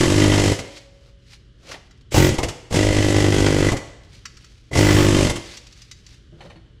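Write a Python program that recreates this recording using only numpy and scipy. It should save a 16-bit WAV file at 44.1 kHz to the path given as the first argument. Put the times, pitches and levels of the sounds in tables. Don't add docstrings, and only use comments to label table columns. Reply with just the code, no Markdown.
import sys
import numpy as np
from scipy import signal
from scipy.fft import rfft, irfft, next_fast_len
from scipy.io import wavfile
from scipy.ndimage import map_coordinates

SR = 44100
rng = np.random.default_rng(int(sys.argv[2]) if len(sys.argv) > 2 else 0)


def waveform_to_disk(signal):
    frames = np.transpose(np.atleast_2d(signal))
    scaled = np.clip(frames, -1, 1) * 32767
    samples = np.round(scaled).astype(np.int16)
    wavfile.write(sys.argv[1], SR, samples)


N = 299880

# frequency in Hz, level in dB rms.
MACHINE_HUM = [(49.5, -55), (59, -60), (119, -57.5)]
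# frequency in Hz, density in dB per Hz.
SHOP_RUSH = [(12, -35), (20, -12), (80, -4), (235, -19), (445, -23.5), (497, -30.5), (620, -33), (914, -61),
             (994, -38), (1680, -34), (2550, -43.5), (3000, -30), (3760, -38.5), (9110, -57.5),
             (15000, -80)]
# frequency in Hz, time to fall 60 dB in s.
HALL_DECAY = [(60, 0.66), (200, 0.51), (500, 0.74), (2000, 0.76), (5000, 0.71), (8000, 0.65), (14000, 0.46)]
# frequency in Hz, side level in dB.
SIDE_LEVEL = [(100, -38), (500, -27), (1200, -19), (5000, -13), (10000, -5), (13000, 2), (15000, 3)]
# start in seconds, end in seconds, level in dB.
AIR_GUSTS = [(.02, 0.528, -24), (2.184, 2.344, -23), (2.785, 3.685, -24), (4.8, 5.314, -22)]
# frequency in Hz, density in dB per Hz.
GUST_COLOUR = [(12, -12.5), (30, -4), (70, -2), (150, -7), (350, -10), (600, -17), (1200, -86)]
# start in seconds, end in seconds, level in dB.
VALVE_WHISTLES = [(2.162, 2.267, -37.5), (4.804, 5.05, -44.5)]
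# frequency in Hz, density in dB per Hz.
WHISTLE_COLOUR = [(9000, -70), (12000, -8.5), (14600, -15.0), (15150, -4.5), (15700, -19.0), (17000, -22.0)]
# start in seconds, end in seconds, level in dB.
HANDLING_SPELLS = [(1.851, 2.08, -53.5), (4.012, 4.603, -48), (5.457, 6.194, -50)]
# peak time in seconds, rise and fall time constants in seconds,
# scratch level in dB, tray rumble level in dB.
DRAG_STROKES = [(.77, 0.064, 0.032, -39, -57), (1.08, 0.18, 0.042, -55.5, -54.5),
                (1.342, 0.043, 0.017, -41, -79), (1.725, 0.038, 0.023, -32, -31),
                (4.153, .025, 0.021, -44.5, -58), (4.45, 0.36, 0.22, -52.5, -64),
                (5.54, 0.15, 0.047, -37, -47), (5.8, 0.14, 0.2, -49.5, -72),
                (6.13, 0.044, 0.038, -52.5, -66), (6.45, 0.043, 0.074, -52, -41)]
# frequency in Hz, density in dB per Hz.
SCRATCH_COLOUR = [(470, -50), (800, -4.5), (882, -10), (1370, -7.5), (2240, 1), (3120, -1), (4140, 1.5),
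                  (5690, -2), (10300, -17.5), (15000, -33)]
# frequency in Hz, density in dB per Hz.
RUMBLE_COLOUR = [(120, -18), (300, 8.5), (560, 15.5), (800, 1), (1500, 3.0), (3000, -38)]
# start in seconds, level in dB, thud in dB against that level.
WINDING_KNOCKS = [(1.6528, -46, -10), (1.7392, -26.5, -28), (6.3244, -56, 6.5), (6.4059, -30, -20),
                  (6.4517, -38, -9.5), (6.499, -33.5, -18), (6.557, -39.5, -14), (6.6588, -54.5, -14)]
# frequency in Hz, density in dB per Hz.
CRUNCH_COLOUR = [(410, -27), (700, -1), (753, 2.5), (1530, -14.5), (1820, -4.5), (4430, -15), (5010, -37.5),
                 (10400, -30), (13000, -60)]
# frequency in Hz, level in dB, time to fall 60 dB in s.
BIN_RIM_MODES = [(1390, -11, .06), (1830, -0.5, .07), (1997, -7, .09), (3020, -6, .11), (3950, -13, .08),
                 (4404, -6, .1), (6100, -14, .09), (7570, -16, .08)]
# frequency in Hz, level in dB, time to fall 60 dB in s.
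TRAY_MODES = [(163, 7, 0.34), (239, -1, 0.22), (345.2, 2, 0.39), (461, -7.5, 0.32), (574, -3, 0.2),
              (676, -11, 0.11), (790, -12, .12)]
# start in seconds, level in dB, dull clack in dB against that level.
STEEL_CLINKS = [(.7764, -36, -25), (1.7155, -32, 1.5), (1.9096, -44, -8), (4.2546, -25, -5.5),
                (4.37, -37.5, -8), (4.444, -38.5, -8), (5.571, -28, -27), (5.6682, -36, -33.5),
                (5.725, -38.5, -15), (5.774, -45, -15), (5.818, -35.5, -25), (5.9131, -28, -16),
                (6.0642, -36.5, -30)]
# frequency in Hz, density in dB per Hz.
TICK_COLOUR = [(1000, -24), (2000, -5.5), (3500, -1.5), (5800, 2.5), (7000, -3), (10000, -18.5), (15000, -30)]
CLACK_COLOUR = [(850, -17.0), (1200, 13.5), (2500, 7.5), (4000, -36.5)]
# frequency in Hz, level in dB, time to fall 60 dB in s.
FREE_BIT_MODES = [(1184, -10, 0.054), (2027, -6.5, .08), (2410, -8.5, .07), (2890, -5.5, .08),
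                  (3830, -5.5, 0.11), (4597, -4, 0.14), (4960, -12, .08), (5210, -8, .08),
                  (5600, -3.5, 0.066), (6100, -3.5, 0.08), (7101, -6, 0.12), (7935, -14, .06)]
# time in seconds, level in dB,
# then puff, clank and ring in dB against that level.
LONE_STROKES = [(.5894, -21, -5, -7, -10.5), (2.119, -22.5, 0, -34, -17), (2.143, -12.5, 1.5, 1.5, -29),
                (2.1627, -14, -2, -4, -25), (2.3408, -23.5, 0, -8, -21), (2.384, -16.5, 1.5, 3, -11),
                (2.4312, -14, -1.5, -13, -19), (2.4853, -18.5, -8, -37, -36), (2.708, -28.5, 8, -10, -22),
                (2.725, -18.5, -3.5, -8, -21), (2.7418, -15, 0, -21, -15), (2.7584, -16, -3, -18, -13),
                (3.7173, -18.5, 7.5, -7, -14), (3.7673, -22.5, -12, -10, -14),
                (4.7131, -37, 11.5, -12, -3.5), (4.732, -23.5, -2, -31, -1), (4.7534, -15.5, 4, -4, -5.5),
                (4.7721, -13.5, -7, -43, -10), (5.2964, -12.5, -7.5, -8, -15), (5.3578, -20, -5, -8, -32)]
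# frequency in Hz, density in dB per Hz.
CHUFF_COLOUR = [(30, 1.5), (70, 2), (130, 4), (200, -5.5), (340, -2), (600, -8), (850, -13), (1300, -21.5),
                (3000, -51)]
# frequency in Hz, level in dB, time to fall 60 dB in s.
SHANK_MODES = [(2033, 5, 0.055), (2166, -4.5, 0.2), (2060, -28, 0.073), (3260, -9, .06), (5550, -7.5, 0.06)]
# first stroke in seconds, number of strokes, period in seconds,
# slowing in seconds per stroke, time lost in running up in seconds.
BURST_RHYTHM = [(.0104, 26, .0193, 34e-6, .017), (2.1819, 6, .022, 0, 0), (2.7725, 47, .01945, 21e-6, 0),
                (4.7915, 25, .01942, 47e-6, 0)]
RUN_UP_STROKES = 3
# exhaust puff, steel blow, air hiss, stator clank, recoil and tray boom in dB,
# opening surge in dB, time constant of the surge in seconds.
BURST_FORCE = [(-13.5, -30, -27.5, -29.5, -13.5, -26.5, 2.5, 0.039),
               (-16, -29.5, -28.5, -34, -15, -22.5, 6, 0.046),
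               (-12.5, -29.5, -30.5, -32.5, -15, -34.5, 1.5, 0.073),
               (-13.5, -30, -29, -30.5, -13.5, -28, 3.5, 0.27)]
# frequency in Hz, level in dB.
PUFF_SPECTRUM = [(40, -20), (100, -4), (200, -6), (250, -2), (325, 2), (410, -5), (560, -5), (680, -14.5),
                 (780, -17.5), (900, -21), (1200, -28.5), (2500, -44), (6000, -71.5)]
# frequency in Hz, level in dB.
RECOIL_SPECTRUM = [(20, -16), (50, -11.5), (80, -8), (102, 1.5), (150, -4), (200, -10), (400, -38),
                   (1500, -83.5)]
# frequency in Hz, density in dB per Hz.
CRACK_COLOUR = [(600, -27.5), (1300, -9.5), (2000, 14), (3100, -8), (3800, -16), (6000, 3), (9000, -8),
                (15000, -59)]
# frequency in Hz, density in dB per Hz.
HISS_COLOUR = [(500, -13), (1300, -3), (3000, 3.5), (3900, -1), (5000, 1), (7800, 0), (9000, -8),
               (10500, -9), (13000, -21.5), (14200, -29), (15500, -48.5)]
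# frequency in Hz, level in dB, time to fall 60 dB in s.
STEEL_MODES = [(1980, 12.5, 0.044), (1847, -27, 0.19), (2078, -6.5, 0.39), (2170, -11, 0.073),
               (2400, -12, 0.037), (2900, -14, 0.12), (3130, 1, 0.099), (7200, -28, 0.086),
               (8300, -23, .06)]
# frequency in Hz, level in dB.
CHISEL_CLANG = [(600, -38), (1100, -2.5), (1400, -1), (1750, 1.5), (2080, -0.5), (2400, -1.5), (3050, -1.5),
                (3800, -6), (6000, -9.5), (9000, -25.5), (15000, -49)]
# frequency in Hz, level in dB.
STATOR_CLANK = [(450, -2), (660, -0.5), (760, 0), (870, 2), (1000, -4), (1130, -1), (1250, -10),
                (1700, -43), (3000, -46)]
# frequency in Hz, level in dB.
TRAY_BOOM = [(90, -25), (140, -7), (175, 9), (230, -4), (350, 8), (480, -9.5), (800, -19), (1200, -35),
             (3000, -62)]
TICKS_PER_S = 13
TOP_HZ = 15750


def amp(db):
    return 10 ** (np.asarray(db) / 20)


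def unit(x):
    return x / np.sqrt(np.mean(x ** 2) + 1e-20)


def along(points, hz):
    f, v = np.transpose(points)
    return np.interp(np.log(hz + 1), np.log(f + 1), v)


def wobble(rate):
    knots = rng.standard_normal(int(N * rate / SR) + 4)
    return map_coordinates(knots, [np.arange(N) * rate / SR])


def filtered(x, response):
    m = next_fast_len(N + SR // 2)
    return irfft(rfft(x, m) * response(np.fft.rfftfreq(m, 1 / SR)), m)[..., :N]


def noise(spectrum):
    return unit(filtered(rng.standard_normal(N), lambda hz: amp(along(spectrum, hz))))


def pulse(spectrum, size=8192):
    cepstrum = irfft(np.log(amp(along(spectrum, np.fft.rfftfreq(size, 1 / SR)))))
    cepstrum[1:size // 2] *= 2
    cepstrum[size // 2 + 1:] = 0
    shape = irfft(np.exp(rfft(cepstrum)))
    return shape / np.abs(shape).max()


def add(track, s, sound):
    i = int(np.clip(round(s * SR), 0, N - 1))
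    track[i:i + len(sound)] += sound[:N - i]


def hits(times, sizes, shape):
    track = np.zeros(N)
    for s, size in zip(times, sizes):
        add(track, s, size * shape)
    return track


def swell(rise, t60):
    t = np.arange(SR // 3) / SR
    shape = (1 - np.exp(-t / rise)) * amp(-60 * t / t60)
    return shape / shape.max()


def held(start, end, fade):
    now = np.arange(N) / SR
    return np.clip(1 + np.minimum(now - start, end - now) / fade, 0, 1)


def ringing(times, sizes, modes, scatter_db, detune):
    hz, db, t60 = np.transpose(modes)[:, :, None]
    t = np.arange(int(t60.max() * SR)) / SR
    track = np.zeros(N)
    fades = amp(db - 60 * t / t60) * (1 - np.exp(-t / .001))
    for s, size in zip(times, sizes):
        strength, sign, shift = rng.standard_normal((3, len(modes), 1))
        waves = fades * np.sin(2 * np.pi * hz * (1 + detune * shift) * t)
        gains = amp(scatter_db * strength) * np.sign(sign)
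        add(track, s, size * np.sum(gains * waves, axis=0))
    return track


def drifting(x, responses, rate):
    count = len(responses)
    place = (np.arange(N) / SR * rate - np.arange(count)[:, None]) % count
    shares = np.sin(np.pi / 2 * place, out=np.zeros_like(place), where=place < 2)
    return signal.oaconvolve(x * shares, responses, axes=1)[:, :N].sum(0)


def clang(times, sizes, spectrum, t60, rate, count=5):
    shape = swell(rise=.0005, t60=t60)
    responses = noise(spectrum)[:count * len(shape)].reshape(count, -1) * shape
    return drifting(hits(times, sizes, np.ones(1)), responses, rate)


def puffs(times, sizes, size=2048):
    spectrum = amp(along(PUFF_SPECTRUM, np.fft.rfftfreq(size, 1 / SR)))
    shape = np.fft.fftshift(irfft(spectrum)) * np.hanning(size)
    return signal.fftconvolve(hits(times, sizes, np.ones(1)), shape / shape.max(), mode="same")


def shop():
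    t = np.arange(N) / SR
    hum = 0
    for hz, db in MACHINE_HUM:
        hum = hum + amp(db) * np.sqrt(2) * np.sin(2 * np.pi * hz * t + .5 * wobble(rate=3.7))
    return hum + amp(-51.0 + wobble(rate=2.41)) * noise(SHOP_RUSH)


def room(x, wet_db, count=4):
    hz, t, z = signal.stft(rng.standard_normal((count, SR)), SR, nperseg=256)
    decay = amp(-60 * t / along(HALL_DECAY, hz)[:, None])
    build_up = 1 - np.exp(-t / 0.013)
    tails = signal.istft(z * decay * build_up, SR, nperseg=256)[1]
    tails = tails / np.linalg.norm(tails, axis=1, keepdims=True)
    x = filtered(x, lambda hz: hz / np.hypot(hz, 160))
    return amp(wet_db) * drifting(x, tails, rate=4)


def gusts():
    flow = sum(amp(db) * held(start, end, fade=0.013) for start, end, db in AIR_GUSTS)
    return flow * noise(GUST_COLOUR)


def valve():
    opening = sum(amp(db) * held(start, end, fade=0.042) for start, end, db in VALVE_WHISTLES)
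    return amp(3) * opening * np.array([noise(WHISTLE_COLOUR), noise(WHISTLE_COLOUR)])


def tray_note(start=0.56, hz=555, db=-43, t60=1.85):
    t = np.arange(2 * SR) / SR
    track = np.zeros(N)
    fade = amp(db - 60 * t / t60) * (1 - np.exp(-t / 0.011))
    add(track, start, fade * np.sin(2 * np.pi * hz * t))
    return track


def ticks():
    times, sizes = [], []
    for start, end, db in HANDLING_SPELLS:
        count = round(TICKS_PER_S * (end - start))
        times.extend(rng.uniform(start, end, count))
        sizes.extend(amp(db + 2 * rng.standard_normal(count)))
    tick = amp(-6.5) * hits(times, sizes, swell(rise=.002, t60=0.048)) * noise(SCRATCH_COLOUR)
    return tick + amp(-18) * ringing(times, sizes, FREE_BIT_MODES, scatter_db=2.5, detune=.015)


def drags():
    now = np.arange(N) / SR
    scratch, rumble = 0, 0
    for s, rise, fall, scratch_db, rumble_db in DRAG_STROKES:
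        speed = np.exp(-np.maximum((s - now) / rise, (now - s) / fall))
        scratch = scratch + amp(scratch_db) * speed
        rumble = rumble + amp(rumble_db) * speed
    slips = unit(amp(0.96 * wobble(rate=78) + 1.6 * wobble(rate=410)))
    scraping = amp(-4.5) * scratch * noise(SCRATCH_COLOUR)
    shaking = amp(-7) * rumble * noise(RUMBLE_COLOUR)
    return slips * (scraping + shaking)


def knocks():
    times, db, thud_db = np.transpose(WINDING_KNOCKS)
    crunch = amp(-13) * hits(times, amp(db), swell(rise=.003, t60=0.12)) * noise(CRUNCH_COLOUR)
    rim = amp(-14) * ringing(times, amp(db), BIN_RIM_MODES, scatter_db=3, detune=.008)
    thud = amp(-1.5) * ringing(times, amp(db + thud_db), TRAY_MODES, scatter_db=3.5, detune=0.039)
    return crunch + rim + thud


def clinks():
    times, db, clack_db = np.transpose(STEEL_CLINKS)
    touch = swell(rise=.003, t60=.04)
    tick = amp(-9.0) * hits(times - .001, amp(db), touch) * noise(TICK_COLOUR)
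    clack = amp(-5) * hits(times - .001, amp(db + clack_db), touch) * noise(CLACK_COLOUR)
    ring = amp(-14) * ringing(times, amp(db), FREE_BIT_MODES, scatter_db=3, detune=.02)
    return tick + clack + ring


def stumbles():
    times, db, puff_db, clank_db, ring_db = np.transpose(LONE_STROKES)
    vent = amp(db + puff_db)
    exhaust = puffs(times + 0.0034, vent)
    chuff = amp(-5) * hits(times - .002, vent, swell(rise=0.0046, t60=0.16)) * noise(CHUFF_COLOUR)
    clank = amp(-9) * hits(times, amp(db + clank_db), swell(rise=0.0016, t60=0.15)) * noise(STATOR_CLANK)
    ring = amp(-2) * ringing(times, amp(db + ring_db), SHANK_MODES, scatter_db=1.5, detune=.004)
    air_colour = amp(-11.5) * noise(HISS_COLOUR) + amp(-17.5) * noise(CHISEL_CLANG)
    air = hits(times - .002, amp(db), swell(rise=.008, t60=.07)) * air_colour
    return exhaust + chuff + clank + ring + air


def strokes(jitter, scatter_db, bite_db):
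    times, levels = [], []
    for (start, count, period, slowing, lag), (*db, surge_db, surge_s) in zip(BURST_RHYTHM, BURST_FORCE):
        k = np.arange(count)
        age = period * k + slowing * k ** 2 / 2 + lag * np.tanh(k / RUN_UP_STROKES)
        times.append(start + age)
        levels.append(np.add.outer(db, surge_db * np.exp(-age / surge_s)))
    times = np.concatenate(times)
    slip, vent, bite, spray = rng.standard_normal((len(times), 4)).T
    vent, bite, spray = scatter_db * vent, bite_db * bite, scatter_db * spray
    sizes = amp(np.hstack(levels) + [vent, bite, spray, bite, vent, bite])
    return times + jitter * slip, *sizes


def chisel(rebound_jitter=0.00024, grip_db=0.45):
    times, puff, blow, hiss, clank, kick, boom = strokes(jitter=.00007, scatter_db=1, bite_db=2.8)
    driven, struck, shut = times - .0055, times - .003, times + .0044
    rebound = times + 0.002083 + rebound_jitter * rng.standard_normal(len(times))

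    recoil = amp(2.5 + grip_db * wobble(rate=6)) * hits(driven, kick, pulse(RECOIL_SPECTRUM))
    exhaust = amp(7.5) * puffs(times, puff) - amp(-9) * puffs(shut, puff)
    chatter = amp(-6.0) * hits(struck, blow, swell(rise=0.00018, t60=0.068)) * noise(CRACK_COLOUR)
    ring = amp(2.5) * clang(struck, blow, CHISEL_CLANG, t60=0.11, rate=4)
    ring += amp(-6.0) * ringing(struck, blow, STEEL_MODES, scatter_db=4.0, detune=0.0048)
    stator = amp(3.0) * clang(rebound, clank, STATOR_CLANK, t60=0.1, rate=3.958)
    tray = amp(4.5) * clang(times, boom, TRAY_BOOM, t60=0.072, rate=4)

    bursts = np.split(times, np.cumsum([row[1] for row in BURST_RHYTHM])[:-1])
    running = sum(held(s[0], s[-1], fade=0.075) for s in bursts)
    leak = running * np.interp(np.arange(N) / SR, times, hiss)
    spurts = hits(times - .002, hiss, swell(rise=0.0013, t60=0.025))
    air = (amp(-5.0) * spurts + amp(-2.0) * leak) * noise(HISS_COLOUR)
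    return recoil + exhaust + chatter + ring + stator + tray + air


def scene():
    tool = chisel() + stumbles() + gusts()
    scrap = clinks() + knocks() + drags() + ticks()
    hall = room(tool, wet_db=-11.5) + room(scrap, wet_db=-13.5)
    mid = tool + scrap + hall + tray_note() + shop()
    spread = room(tool + scrap, wet_db=-29.5, count=2)
    side = filtered(spread, lambda hz: amp(along(SIDE_LEVEL, hz)))
    return np.array([mid + side, mid - side]) + valve()


def record(dry):
    return filtered(dry, lambda hz: np.clip((TOP_HZ - hz) / 150, 0, 1))


dry = scene()
out = record(dry)
waveform_to_disk(out)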